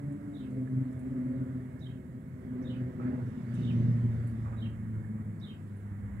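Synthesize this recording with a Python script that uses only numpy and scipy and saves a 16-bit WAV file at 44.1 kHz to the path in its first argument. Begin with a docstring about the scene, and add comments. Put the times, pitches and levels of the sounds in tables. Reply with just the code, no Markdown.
"""A far engine drones across a field from the start, its tones fading in and out in the moving air,
over rumble, roar, hiss, rustle and thin whines; a low hum beside it soon dies away.
Short high ticks sound, some just before chirps; a bird repeats a falling three-note chirp with echoes.
Small dull taps follow; something far off clatters twice, at about 3 and 4.4 s, while the drone slows,
mostly after the first clatter. The left microphone hears everything later and mostly duller."""
import sys
import numpy as np
from scipy import signal
from scipy.fft import rfft, irfft, next_fast_len
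from scipy.io import wavfile
from scipy.ndimage import uniform_filter1d

SR = 44100
rng = np.random.default_rng(int(sys.argv[2]) if len(sys.argv) > 2 else 0)


def int16_out(signal):
    """Quantize to a 16-bit WAV file."""
    q = np.round(np.clip(np.atleast_2d(signal).T, -1, 1) * 32767)
    wavfile.write(sys.argv[1], SR, q.astype(np.int16))


N = 273420  # samples


def amp(db):
    """Amplitude factor of a level in dB."""
    return 10 ** (np.asarray(db) / 20)


def evened(x):
    """Scale to rms 1."""
    return x / np.sqrt(np.mean(x ** 2) + 1e-20)


def read(points, hz):
    """Read a table of (frequency, value) on a logarithmic frequency axis."""
    f, value = np.transpose(points)
    return np.interp(np.log(hz + 1), np.log(f + 1), value)


def curves(rows):
    """Turn each column after the time into a curve over the whole scene."""
    s, *columns = np.transpose(rows)
    return [np.interp(np.arange(N) / SR, s, c, right=c[-1]) for c in columns]


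def add(mix, start_s, sound):
    """Mix a sound in from start_s, cut at the end of the mix."""
    part = mix[..., round(start_s * SR):][..., :sound.shape[-1]]
    part += sound[..., :part.shape[-1]]


def fuzzy(hz, width_hz, clean, apart=0.1):
    """Two channels of a tone of rms about 1: part clean, part scattered by turbulence into a narrow band."""
    step = 16  # samples between points of the slow scatter
    r = np.exp(-np.pi * width_hz * step / SR)
    a, b = rng.standard_normal((2, 2, N // step + 2))
    once = signal.lfilter([1 - r], [1, -r], a + 1j * b)
    scatter = signal.lfilter([1 - r], [1, -r], once)
    scatter /= np.sqrt(np.mean(abs(scatter) ** 2))
    shared, own = [np.interp(np.arange(N) / step, np.arange(len(v)), v) for v in scatter]
    clean = np.clip(clean, 0, 1)
    swing = np.sqrt(clean) + np.sqrt(1 - clean) * shared
    swing = swing + apart * own * np.array([[1], [-1]])  # opposite at the two microphones
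    cycles = np.cumsum(hz * np.ones(N)) / SR + rng.random()
    return np.sqrt(2) * (swing * np.exp(2j * np.pi * cycles)).real


# how alike noise is at the two microphones: (pitch_hz, likeness)
LIKENESS = [(30, 0.9), (60, 0.92), (300, 1), (500, .7), (860, 0.092), (1300, 0.27), (1900, 0.65),
            (3000, 0.14), (5000, 0.022), (12000, .02)]


def noise(spectrum, patchy_db, alike=True, size=1024):
    """Two channels of noise, rms 1 together, from random short-time spectra with drifting patches."""
    frames, hz = 4 * N // size + 5, np.fft.rfftfreq(size, 1 / SR)
    top = np.searchsorted(hz, spectrum[-1][0])  # silent above the last point
    a, b, c, d, patches = rng.standard_normal((frames, top, 5)).T
    patches = uniform_filter1d(patches, size=8, axis=0)
    patches = evened(uniform_filter1d(patches, size=14, axis=1))
    same = alike * np.clip(read(LIKENESS, hz[:top]), -1, 1)[:, None]
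    right = a + 1j * b
    left = same * right + np.sqrt(1 - same ** 2) * (c + 1j * d)
    z = np.zeros((2, len(hz), frames), complex)
    z[:, :top] = np.array([left, right])
    z[:, :top] *= amp(read(spectrum, hz[:top])[:, None] + patchy_db * patches)
    return evened(signal.istft(z, nperseg=size, noverlap=3 * size // 4)[1][:, :N])


# firing rate of the far engine: (time_s, rate_hz)
FIRING_RATE = [(0, 138.4), (.3, 143.5), (.42, 128.7), (.8, 129.6), (1.1, 126.2), (1.6, 126.7), (2.4, 125.5),
               (3.2, 124), (3.8, 117.7), (4.2, 115.8), (4.6, 111.9), (5.2, 107.4), (5.6, 101.5),
               (6.2, 100.5)]
# how its exhaust tones arrive: (time_s, first_order_db, second_order_db, higher_orders_db)
DRONE_LEVELS = [(0.0, -38.5, -47, -66.5), (0.33, -46, -43.5, -59), (0.58, -35.5, -37, -49.5),
                (0.67, -38, -43, -54), (0.77, -31, -33.5, -52), (0.91, -43, -40.5, -56),
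                (1.31, -35.5, -36, -53), (1.68, -48.5, -46, -56), (2.32, -52, -53.5, -64.5),
                (2.61, -45, -37.5, -49.5), (2.82, -35, -38.5, -53), (2.94, -46.5, -50, -52.5),
                (3.06, -33, -32.5, -50), (3.11, -44, -31, -46.5), (3.23, -33.5, -44.5, -50),
                (3.4, -48.5, -42.5, -61.5), (3.45, -40, -48.5, -58.5), (3.81, -28, -28.5, -50),
                (3.85, -27, -36, -58), (4.19, -32.5, -46, -54.5), (4.33, -35, -42, -59),
                (4.45, -36.5, -56, -60.5), (4.62, -38.5, -40.5, -54.5), (4.84, -40, -44.5, -64),
                (4.98, -35, -42.5, -54), (5.05, -39, -49, -63.5), (5.14, -36.5, -41, -59),
                (5.4, -45, -55.5, -60.5), (6.12, -45, -47.5, -62), (6.17, -41, -40.5, -60.5)]
# balance of the higher orders: (order, level_db)
HIGHER_ORDERS = [(3, -0.5), (4, -9), (5, -9.5)]
# a second, sharper path of the drone: (time_s, second_order_hz, level_db)
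DETOUR_PATH = [(0, 290, -44.5), (.35, 292, -48), (.5, 268, -62.5), (.9, 268, -63), (1.1, 275, -43),
               (1.4, 270, -44.5), (1.7, 262, -58.5), (2.4, 262, -57), (2.7, 262, -46), (3.1, 258, -50.5),
               (3.4, 256, -65.5), (6.2, 250, -78)]
# balance of the tones on that path: (order, level_db)
DETOUR_BALANCE = [(1, 0), (2, -0.5), (3, -24), (4, -13.5)]
# the first order steadies as the drone swells: its clean share rises
CALM_FROM_S, CALM_RISE_S, CLEAN_GUSTY, CLEAN_CALM = 3.1, 0.22, 0.69, .93


def engine():
    """Orders of the firing rate, scattered by moving air; uneven cylinders add a throb at a sixth of it."""
    hz = uniform_filter1d(curves(FIRING_RATE)[0], size=3000)
    first_db, second_db, upper_db = curves(DRONE_LEVELS)
    calm_s = [CALM_FROM_S, CALM_FROM_S + CALM_RISE_S]
    clean = np.interp(np.arange(N) / SR, calm_s, [CLEAN_GUSTY, CLEAN_CALM])
    throb = 1 + 0.13 * fuzzy(hz / 6, 8.6, 0.047, apart=0)
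    tones = amp(first_db) * fuzzy(hz, 8.4, clean)
    tones += amp(second_db) * fuzzy(2 * hz, 32.0, 0.62)
    upper = sum(amp(db) * fuzzy(k * hz, 60., 0.13, apart=0.16) for k, db in HIGHER_ORDERS)
    tones += amp(upper_db) * upper
    detour_hz, detour_db = curves(DETOUR_PATH)
    detour = sum(amp(db) * fuzzy(k * detour_hz / 2, 4. * k, 1.7 / k) for k, db in DETOUR_BALANCE)
    tones += amp(detour_db) * detour
    return tones * throb


HUM_HZ, HUM_DB, HUM_END_S, HUM_FADE_DB_PER_S = 206.3, -49, 0.8, 39


def hum():
    """A low tone, slightly scattered, that holds until HUM_END_S and then fades away."""
    fade_db = HUM_FADE_DB_PER_S * np.clip(np.arange(N) / SR - HUM_END_S, 0, None)
    return amp(HUM_DB - fade_db) * fuzzy(HUM_HZ, 3.5, 0.58)


# levels of the field's noise bands: (time_s, deep_db, rumble_db, roar_db, hiss_db, rustle_db)
BAND_LEVELS = [(0, -54.5, -43.5, -60, -73.5, -79), (.7, -50.5, -52.5, -60, -74.5, -77.5),
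               (1.4, -49.5, -45.5, -57.5, -74, -78), (2.15, -54, -46, -63.5, -77.5, -81),
               (2.65, -49, -45, -57.5, -77.5, -76), (3.2, -50, -41, -60, -75.5, -72),
               (3.48, -50.5, -43, -57.5, -74.5, -71), (3.6, -47, -36.5, -56, -72, -63),
               (3.85, -45, -34, -55, -75.5, -66.5), (4.05, -44.5, -39, -55.5, -73.5, -69),
               (4.6, -44.5, -45.5, -59, -74.5, -76.5), (5.2, -51.5, -44, -60, -74.5, -83),
               (5.7, -56, -46.5, -61.5, -75.5, -78.5), (6.2, -34, -51.5, -56.5, -76, -83)]
# relative spectra of those bands, each: (pitch_hz, level_db_per_hz)
DEEP_SPECTRUM = [(20, -33), (40, -20), (60, -12), (85, -3), (105, -4), (140, -34)]
RUMBLE_SPECTRUM = [(60, -48), (90, -4), (130, 5.5), (170, 3), (230, 1.5), (280, -9.5), (400, -14.5),
                   (630, -24), (800, -47), (1100, -71.5)]
ROAR_SPECTRUM = [(410, -14.5), (700, 1), (779, -3), (978, -0.5), (1060, -1), (1890, 0.5), (2200, -4),
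                 (2430, -14), (2810, -20), (4300, -33.5), (5590, -53.5), (9460, -120)]
HISS_SPECTRUM = [(3530, -37), (6000, -11.5), (7670, 1.5), (8830, -1.5), (9690, 1), (10200, -4),
                 (10500, -10.5), (11500, -8), (15000, -37), (22000, -120)]
RUSTLE_SPECTRUM = [(1800, -29.5), (2500, 4.5), (3500, 0.5), (4500, -3), (6500, -6), (9000, -17.5),
                   (12000, -27.5)]
# thin whines: (pitch_hz, width_hz, level_db)
WHINE_TONES = [(1631, 16, -79), (2168, 10, -78), (7115, 5, -89), (7714, 30, -91), (9985, 50, -89)]


def backdrop():
    """Rumble, roar, hiss and rustling leaves as moving noise bands, with thin whines as narrow tones."""
    deep_db, rumble_db, roar_db, hiss_db, rustle_db = curves(BAND_LEVELS)
    out = amp(rumble_db) * noise(RUMBLE_SPECTRUM, 1., size=4096)
    out += amp(deep_db) * noise(DEEP_SPECTRUM, 0.93, size=4096)
    out += amp(roar_db) * noise(ROAR_SPECTRUM, 1.1)
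    out += amp(hiss_db) * noise(HISS_SPECTRUM, .8)
    out += amp(rustle_db) * noise(RUSTLE_SPECTRUM, 2.6)
    return out + sum(amp(db) * fuzzy(hz, width_hz, 0.58, apart=0.8) for hz, width_hz, db in WHINE_TONES)


def burst(hz, width_hz, t60, rise):
    """A short puff of noise around hz: a fast rise, then a decay of 60 dB in t60, cut at 0.18 s."""
    t, f = np.arange(0, min(t60, .18), 1 / SR), np.fft.rfftfreq(8192, 1 / SR)
    band = np.exp(-((f - hz) / width_hz) ** 2 / 2)
    puff = evened(irfft(rfft(rng.standard_normal(8192)) * band))
    return puff[:len(t)] * amp(-60 * t / t60) * np.minimum(t / rise, 1)


# short soft puffs of high noise, some just before a chirp:
# (start_s, level_db, centre_hz, width_hz, t60_s)
HIGH_TICKS = [(0.121, -62, 8700, 1300, 0.088), (.339, -70, 7600, 1200, 0.089),
              (0.503, -66, 7660, 1300, 0.098), (0.923, -66, 8000, 1790, .1), (.989, -63, 9100, 1800, 0.15),
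              (1.79, -70, 5600, 1312, 0.2), (2.622, -67.5, 5776, 600, 0.17),
              (3.539, -59.5, 8017, 2000, 0.15), (4.269, -60, 9860, 2000, 0.19),
              (5.397, -68, 5060, 797, 0.18), (5.766, -64, 9400, 1200, 0.1)]


def high_ticks():
    """Short puffs of high noise, 6 dB weaker on the left."""
    out = np.zeros((2, N))
    for start, db, hz, width_hz, t60 in HIGH_TICKS:
        tick = amp(db) * burst(hz, width_hz, t60, rise=0.0037)
        add(out, start, tick * amp([[-6.], [0]]))
    return out


def echoes(hold, t60):
    """Dense scatter from plant rows: even for a while, then dying; another pattern for each channel."""
    t = np.arange(SR // 2) / SR
    shape = np.minimum(t / 0.0095, 1) * amp(-60 * t / t60) / (1 + (t / hold) ** 3.9)
    taps = rng.standard_normal((2, len(t))) * shape
    return taps / np.linalg.norm(taps[0])


# one chirp, before the pitch factor and wobble: (after_start_s, pitch_hz, level_db)
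CHIRP_SHAPE = [(0, 3606, -12.5), (.006, 3920, -13.5), (0.019, 3890, -2.5), (.032, 3486, -7),
               (0.039, 3925, 0.5), (.044, 3894, -16.5), (.048, 2985, -23), (.053, 3030, -10),
               (0.062, 3273, 3), (0.071, 3020, -9), (.077, 2947, -17), (0.084, 3045, -6.5),
               (0.097, 2667, -4), (.114, 2370, -24)]
# the bird's chirps; note levels are for the direct sound, left_db is the left's level over the right's:
# (start_s, level_db, pitch_factor, second_note_db, third_note_db, echo_db, left_db)
CHIRP_CALLS = [(0.333, -56.5, 0.98, -29, -13, 4.5, -2), (1.807, -51, 0.99, 0, -11, -3.5, -2),
               (2.641, -54, 0.96, 0.5, -1, 3, -2.5), (3.615, -52.5, 0.96, -1.5, 6.5, 1, 0),
               (4.567, -57, 0.99, 8.5, 10, 2.5, 1), (5.413, -46, 0.98, -9, -10, -4, 3)]


def bird():
    """A whistled pattern, hoarse on its last note; a turning head alters direct notes more than echoes."""
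    out, (s, hz, db) = np.zeros((2, N)), np.transpose(CHIRP_SHAPE)
    t = np.arange(0, s[-1], 1 / SR)
    second_on, third = t > s[5], t > s[10]  # the notes begin at these points of the shape
    for start, level_db, pitch, second_db, third_db, echo_db, left_db in CHIRP_CALLS:
        wobble = evened(uniform_filter1d(rng.standard_normal(len(t)), size=100))
        pitch_hz = pitch * uniform_filter1d(np.interp(t, s, hz), size=120)
        pitch_hz *= 1 + (0.014 + 0.03 * third) * wobble
        song = amp(level_db + np.interp(t, s, db)) * np.sin(2 * np.pi * np.cumsum(pitch_hz) / SR)
        # moving leaves blur the echoes
        flutter = 1 + 0.36 * evened(uniform_filter1d(rng.standard_normal(len(t)), size=60))
        note_db = np.where(third, third_db, second_db * second_on)
        scattered = song * amp(0.26 * note_db) * flutter
        heard = signal.fftconvolve(scattered[None], echoes(hold=0.093, t60=0.6), axes=1)
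        heard = amp(echo_db) * heard
        add(heard, 0, song * amp(note_db) * amp([[-6.], [0]]))  # direct sound, weaker on the left
        add(out, start, heard * amp([[left_db], [0]]))
    return out


# small dull taps: (start_s, level_db, pitch_hz, t60_s)
DULL_TAPS = [(.674, -44.5, 1717, 0.044), (1.415, -54, 1880, 0.031), (2.998, -41.5, 1290, 0.084),
             (3.066, -45, 1712, 0.065), (3.103, -45.5, 1562, 0.035), (4.458, -45, 1140, 0.12),
             (4.533, -45, 1235, .07), (5.045, -46, 1770, .04)]


def dull_taps():
    """Small dull taps: decaying sines with a soft onset, equal in both channels."""
    out = np.zeros((2, N))
    for start, db, hz, t60 in DULL_TAPS:
        t = np.arange(0, t60, 1 / SR)
        tap = amp(db - 60 * t / t60) * np.minimum(t / 0.0018, 1) * np.sin(2 * np.pi * hz * t)
        add(out, start, tap[None])
    return out


# far clatters; length is the time to about half amplitude: (start_s, level_db, length_s)
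FAR_CLATTERS = [(2.989, -50.5, 0.24), (4.437, -52.5, 0.2)]
# their relative spectrum: (pitch_hz, level_db_per_hz)
CLATTER_SPECTRUM = [(300, -12.5), (450, 5), (650, -3.5), (800, -0.5), (1300, -0.5), (1900, -5), (2400, -13),
                    (3200, -41)]


def far_clatters():
    """Grainy clatters far off, smeared by the distance into noise of uneven level."""
    out = np.zeros((2, N))
    grains = amp(1.7 * evened(uniform_filter1d(rng.standard_normal(N), size=300)))
    din = noise(CLATTER_SPECTRUM, 1.8) * grains
    for start, db, length in FAR_CLATTERS:
        t = np.arange(0, 3 * length, 1 / SR)
        shape = np.minimum(t / 0.018, 1) / (1 + (t / length) ** 3.4)
        add(out, start, amp(db) * shape * din[:, round(start * SR):][:, :len(t)])
    return out


def scene():
    """Everything heard across the field, summed before it reaches the microphones."""
    return engine() + hum() + backdrop() + high_ticks() + bird() + dull_taps() + far_clatters()


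# shading of the left microphone: (pitch_hz, left_minus_right_db)
LEFT_SHADOW = [(60, -0.5), (300, 0.5), (800, -1.5), (1100, -9), (1400, -7.5), (2000, -16), (3000, -3.5),
               (4500, -8), (7000, -22.5), (11000, -14.5)]
# lateness of the left microphone: (pitch_hz, delay_samples)
LEFT_LAG = [(60, 8), (130, 15), (300, 16), (500, 13), (1100, 22), (16000, 22)]
# relative spectrum of the microphones' own hiss: (pitch_hz, level_db_per_hz)
SELF_SPECTRUM = [(300, -9.5), (3000, -5), (6000, -4.5), (9000, -6.5), (13000, 2), (16000, -1)]
SELF_DB, EDGE_HZ = -80.5, 15780  # hiss level; upper band limit


def record(dry):
    """The camera body delays and shades the left microphone; both hiss, lose deep bass and stop at EDGE_HZ."""
    size = next_fast_len(N + 2048)
    hz = np.fft.rfftfreq(size, 1 / SR)
    delay = np.exp(-2j * np.pi * hz * read(LEFT_LAG, hz) / SR)
    left = irfft(rfft(dry[0], size) * amp(read(LEFT_SHADOW, hz)) * delay, size)[:N]
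    heard = np.array([left, dry[1]]) + amp(SELF_DB) * noise(SELF_SPECTRUM, .3, alike=False)
    heard = signal.sosfilt(signal.butter(3, 48., "high", fs=SR, output="sos"), heard)
    band_limit = signal.firwin(1023, EDGE_HZ, window=("kaiser", 9), fs=SR)
    return signal.oaconvolve(heard, band_limit[None], "same")


dry = scene()
out = record(dry)
int16_out(out)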